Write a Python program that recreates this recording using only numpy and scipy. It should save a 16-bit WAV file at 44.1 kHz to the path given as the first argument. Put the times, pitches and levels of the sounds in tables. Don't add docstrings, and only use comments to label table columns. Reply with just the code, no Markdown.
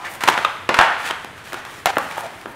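import sys
import numpy as np
from scipy import signal
from scipy.fft import rfft, irfft, next_fast_len
from scipy.io import wavfile

SR = 44100
rng = np.random.default_rng(int(sys.argv[2]) if len(sys.argv) > 2 else 0)


def dump(signal):
    limited = np.clip(np.atleast_2d(signal).T, -1, 1)
    pcm = np.round(limited * 32767).astype(np.int16)
    wavfile.write(sys.argv[1], SR, pcm)


N = 112454


def from_db(db):
    return 10 ** (np.asarray(db) / 20)


def unit_rms(x):
    return x / np.sqrt(np.mean(x ** 2) + 1e-20)


def at_hz(table, hz):
    table_hz, values = np.transpose(table)
    return np.interp(np.log(np.maximum(hz, 1)), np.log(table_hz), values)


def add(out, time_s, x):
    start = int(time_s * SR)
    x = x[max(-start, 0):max(N - start, 0)]
    out[max(start, 0):max(start, 0) + len(x)] += x


def coloured(x, colour, bass_db=0, treble_db=0, bass_hz=487, treble_hz=3900):
    n = 2 * next_fast_len(len(x))
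    hz = np.arange(n // 2 + 1) * SR / n
    shelf = 1 / (1 + (hz / bass_hz) ** 4)
    tilt = np.log(1 + (hz / treble_hz) ** 2) / np.log(6)
    gain = from_db(at_hz(colour, hz) + bass_db * shelf + treble_db * tilt)
    cepstrum = irfft(np.log(gain))
    cepstrum[1:n // 2] *= 2
    cepstrum[n // 2 + 1:] = 0
    return irfft(rfft(x, n) * np.exp(rfft(cepstrum)))[:len(x)]


def resonance(x, hz, width_hz):
    radius = np.exp(-np.pi * width_hz / SR)
    feedback = [1, -2 * radius * np.cos(2 * np.pi * hz / SR), radius ** 2]
    return unit_rms(signal.lfilter([1, 0, -1], feedback, x))


def with_ring(x, hz, width_hz, ring_db):
    return unit_rms(unit_rms(x) + from_db(ring_db) * resonance(x, hz, width_hz))


def flat_burst(noise, envelope):
    burst = noise * envelope
    limit = 2 * unit_rms(envelope)
    for _ in range(4):
        spectrum = rfft(burst)
        whitened = irfft(spectrum / (abs(spectrum) + 1e-12), len(burst))
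        burst = np.clip(unit_rms(whitened), -limit, limit)
    return unit_rms(burst)


# (frequency [Hz], relative density [dB])
FLOOR_COLOUR = [(20, -12), (45, -10), (70, -3.5), (100, 1.5), (170, -4), (350, -3.5), (900, -8),
                (1800, -4.5), (3500, -16), (6000, -26.5), (12000, -31), (16000, -64)]


def noise_floor(level_db=-41.5):
    return from_db(level_db) * unit_rms(coloured(rng.standard_normal(N), FLOOR_COLOUR))


# (frequency [Hz], T60 [s])
ROOM_T60 = [(150, 0.63), (600, 0.5449), (1400, 0.8067), (3000, 0.94), (7000, 0.79), (14000, 1.6652)]
# (frequency [Hz], gain [dB])
ECHO_COLOUR = [(60, 6.5), (250, -2), (700, 1), (1400, 0), (3000, -3), (6000, -5), (15000, -11.5)]


def room(x, tail_db=-0.5, onset_s=0.0098, early_db=-5.5, early_decay_s=0.012, size=32768):
    t = np.arange(size) / SR
    edges_hz = np.geomspace(50, 18000, 10)
    white, tail = rng.standard_normal((3, size)), np.zeros(size)
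    for k, (low, high) in enumerate(zip(edges_hz, edges_hz[1:])):
        bandpass = signal.butter(2, [low, high], "band", fs=SR, output="sos")
        t60_s = at_hz(ROOM_T60, np.sqrt(low * high))
        tail += signal.sosfilt(bandpass, white[k % 2]) * from_db(-60 * t / t60_s)
    tail = unit_rms(tail * (1 - np.exp(-t / onset_s)))
    early = flat_burst(white[2], np.sqrt(t) * np.exp(-t / early_decay_s))
    response = coloured(from_db(tail_db) * tail + from_db(early_db) * early, ECHO_COLOUR)
    return signal.fftconvolve(x, response / np.sqrt(size))[:N]


# (time [s], peak [dB])
AIR_PUFFS = [(0.288, -42), (.691, -32), (0.7895, -18), (1.858, -27), (1.899, -36)]


def air_puffs(decay_s=0.0017, size=4096):
    out = np.zeros(N)
    age = np.arange(size) / SR / decay_s
    swing = age * (2 - age) * np.exp(-age)
    for time_s, peak_db in AIR_PUFFS:
        add(out, time_s, from_db(peak_db) * swing / swing.max())
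    return out


# (time [s], length [s], level [dB], ring [Hz], ring [dB], hiss tilt [dB])
SHEET_SLIDES = [(-.03, .09, -34, 870, 7, 4.5), (.045, 0.033, -30, 1950, 3, 4),
                (.085, 0.068, -36.5, 690, -2, 16.5), (.208, 0.066, -29, 1400, 1, 4),
                (.29, 0.052, -25, 880, -26, -5.5), (.35, 0.083, -33, 1410, -22, -3),
                (.745, 0.098, -24, 1620, -5, -2), (0.976, 0.078, -34.5, 1700, -5, 6),
                (1.045, 0.044, -27, 1724, -8.5, 3.5), (1.10, 0.063, -36.5, 1150, 6, -12),
                (1.358, 0.059, -43, 1420, 0.5, 7), (1.436, 0.068, -40.5, 1380, -13, 7.5),
                (1.55, 0.048, -38.5, 1390, -11, 1), (1.655, 0.14, -44, 1550, -20, 9.5),
                (1.93, 0.0081, -28, 1200, -9, -15), (1.985, .10, -40.5, 1150, -10, 8),
                (2.09, 0.07, -37, 950, -8, 3), (2.17, 0.039, -32, 840, 2, 13),
                (2.22, 0.081, -41, 680, 0, -1), (2.28, 0.15, -45.5, 740, -2, 7),
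                (2.47, 0.052, -51, 780, 10, 34)]
# (frequency [Hz], relative level [dB])
FRICTION_COLOUR = [(60, -27.5), (300, -11), (800, -2.5), (1800, -3), (3300, -7), (5000, -15), (9000, -19.5),
                   (16000, -33.5)]


def sheet_slides(catches_per_s=3500, spread_db=4.5, smooth_db=-1.5, size=12288):
    out, t = np.zeros(N), np.arange(size) / SR
    for time_s, length_s, level_db, ring_hz, ring_db, hiss_db in SHEET_SLIDES:
        strengths = from_db(spread_db * np.minimum(rng.exponential(1, size), 5))
        signs = rng.choice([-1, 1], size)
        caught = rng.random(size) < catches_per_s / SR
        friction = unit_rms(strengths * signs * caught) + from_db(smooth_db) * rng.standard_normal(size)
        friction = coloured(friction, FRICTION_COLOUR, treble_db=hiss_db)
        rustle = with_ring(friction, ring_hz, width_hz=440, ring_db=ring_db)
        swell = 1 - np.exp(-t / (0.13 * length_s))
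        fade = np.exp(-np.maximum(t - length_s, 0) / (0.25 * length_s))
        add(out, time_s, from_db(level_db) * swell * fade * rustle)
    return out


# (time [s], length [s], level [dB], slip rate [Hz], jitter [ratio], scrape [dB])
COVER_DRAGS = [(1.863, .012, -15.5, 790, 0.13, 1), (1.878, 0.028, -20.5, 807, 0.054, 1.5),
               (2.167, 0.023, -30, 880, 0.31, -21), (2.231, 0.038, -28.5, 660, .25, -17)]


def cover_drags(attack_s=0.0027, release_s=0.003, buzz_db=-12, slip_count=120, size=4096):
    out, t = np.zeros(N), np.arange(size) / SR
    for time_s, length_s, level_db, slip_hz, jitter, scrape_db in COVER_DRAGS:
        slips_s = np.cumsum(np.exp(jitter * rng.standard_normal(slip_count))) / slip_hz
        slips_s = slips_s - slips_s[0]
        pulses = np.bincount((slips_s * SR).astype(int), rng.uniform(0.34, 1, slip_count), size)[:size]
        grip = 1 + np.cos(2 * np.pi * np.interp(t, slips_s, np.arange(slip_count)))
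        buzz = from_db(buzz_db) * unit_rms(pulses - pulses.mean())
        friction = unit_rms(grip * rng.standard_normal(size)) + buzz
        scrape = from_db(scrape_db) * unit_rms(coloured(friction, FRICTION_COLOUR, treble_db=-5.5))
        squawk = resonance(pulses, slip_hz, width_hz=150)
        stroke = np.minimum(t / attack_s, 1) * np.exp(-np.maximum(t - length_s, 0) / release_s)
        add(out, time_s, from_db(level_db) * stroke * unit_rms(squawk + scrape))
    return out


# (frequency [Hz], relative level [dB], T60 [s])
CARD_MODES = [(1250, 4, 0.029), (2530, -8, 0.039), (3675, -1.5, 0.023)]


def card_knock(time_s=0.4484, gain_db=-6.5, rise_s=0.0012):
    out, t = np.zeros(N), np.arange(SR // 4) / SR
    modes = sum(from_db(db - 60 * t / t60_s) * np.sin(2 * np.pi * hz * t) for hz, db, t60_s in CARD_MODES)
    add(out, time_s, from_db(gain_db) * (1 - np.exp(-t / rise_s)) * modes)
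    return out


# (time [s], level [dB], contact decay [s], thud shelf [dB],
# crack tilt [dB], ring [Hz], ring [dB], room send [dB])
SLAPS = [(0.2076, -24, 0.0087, -12, 5.5, 2000, -10, 6), (0.237, -14, .002, 4.5, 4.5, 1020, -13, -1.5),
         (.276, -11, 0.0025, -1, -3, 1040, -8, -12), (0.2792, -12, 0.0028, -6.5, 3, 1070, -10, -9),
         (0.2854, -1.5, 0.0033, 1, -2, 860, -6, -5.5), (.298, -18.5, 0.0056, 14, 9, 690, -23, -5),
         (0.377, -14, 0.0019, 2, -4, 1370, -0.5, -1.5), (.387, -23, 0.0015, 5, 2, 1700, 2, -4),
         (0.4485, -13, 0.0018, -7, -5, 1280, -9.5, 0.5), (0.691, -9.5, 0.0031, 4, -6.5, 534, -32, 2.5),
         (.7428, -10.5, 0.0053, -7.5, -4.5, 1490, -10, -1),
         (0.7887, -1.5, 0.0022, -9.5, -12.5, 1250, -5, -1), (.799, -8.5, 0.0032, 3, -10, 845, -4, 1.5),
         (.809, -12, 0.0037, -8.5, -26, 1340, -17, 6.5), (0.8128, -9, 0.0012, 2.5, -3, 830, -4, -0.5),
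         (.823, -14.5, 0.0048, 7, -5, 1700, 6, 1.5), (1.101, -19, 0.0088, -1.5, -17, 1110, -2, -5.5),
         (1.109, -17.5, 0.0021, 2.5, 0, 3200, -7.5, -4), (1.2461, -27.5, .001, 14.5, 6.5, 960, -4, -1.5),
         (1.522, -29.5, 0.0028, 7, 3, 1850, -1, 1), (1.531, -24, .0018, 11, 7.5, 1250, -6, -1),
         (1.542, -22.5, 0.0038, 16, 6, 1330, -1.5, -1.5), (1.567, -33, 0.024, -5, 3, 830, -9, 6),
         (1.6508, -31.5, .002, -11, 5.5, 1180, -9, 8), (1.8578, -8.5, 0.0019, 2.5, 8, 750, -5.5, -6),
         (1.957, -29, 0.0017, -14, 10, 2020, 9, 1), (1.969, -10.5, 0.0018, 7.5, -35, 1250, -13, -1.5),
         (1.983, -16.5, 0.001, -19, 11.5, 1180, 4.5, 0), (2.1114, -28, 0.0017, 6, 6, 2290, 0, -3),
         (2.180, -20.5, 0.0022, 9, -5, 950, 12, -4), (2.2505, -35, 0.0025, 15, 4, 694, 15, 5.5),
         (2.413, -38, 0.0025, -3, 6, 2200, -21, -2), (2.458, -24.5, 0.0023, 19, -4, 1270, 4, -5),
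         (2.467, -31.5, 0.0025, 32, -12, 950, 4, 6)]
# (frequency [Hz], relative level [dB])
SLAP_COLOUR = [(40, -48), (150, -16), (350, -7), (750, -0.5), (1400, -2), (2200, -5), (3400, -8.5),
               (4800, -17), (9000, -23), (16000, -33)]


def slaps(touch_db=-6, rise_s=0.000488, spots=3, size=4096):
    direct, sends = np.zeros(N), np.zeros((spots, N))
    t = np.arange(size) / SR
    touch = from_db(touch_db) * unit_rms(1.0 * (t == 0))
    energy_scale = np.sqrt(0.005 * SR / size)
    for k, (time_s, level_db, decay_s, thud_db, crack_db, ring_hz, ring_db, send_db) in enumerate(SLAPS):
        envelope = (1 - np.exp(-t / rise_s)) * np.exp(-t / decay_s)
        crush = flat_burst(rng.standard_normal(size), envelope)
        impact = coloured(touch + crush, SLAP_COLOUR, thud_db, crack_db)
        slap = with_ring(impact, ring_hz, width_hz=203, ring_db=ring_db)
        slap *= from_db(level_db) * energy_scale
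        add(direct, time_s, slap)
        add(sends[k % spots], time_s, from_db(send_db) * slap)
    return direct, sends


def scene(drag_send_db=-11.5, card_send_db=-8.5):
    hits, sends = slaps()
    rustle, squawk, knock = sheet_slides(), cover_drags(), card_knock()
    echo = sum(room(send) for send in sends)
    echo += room(rustle + from_db(drag_send_db) * squawk + from_db(card_send_db) * knock)
    return (noise_floor() + echo + air_puffs() + rustle + squawk + knock + hits)[None]


def record(dry):
    clip_level, cutoff_hz = 0.95, 15600
    lowpass = signal.ellip(10, 0.1, 80, cutoff_hz, fs=SR, output="sos")
    return signal.sosfilt(lowpass, np.clip(dry, -clip_level, clip_level))


dry = scene()
out = record(dry)
dump(out)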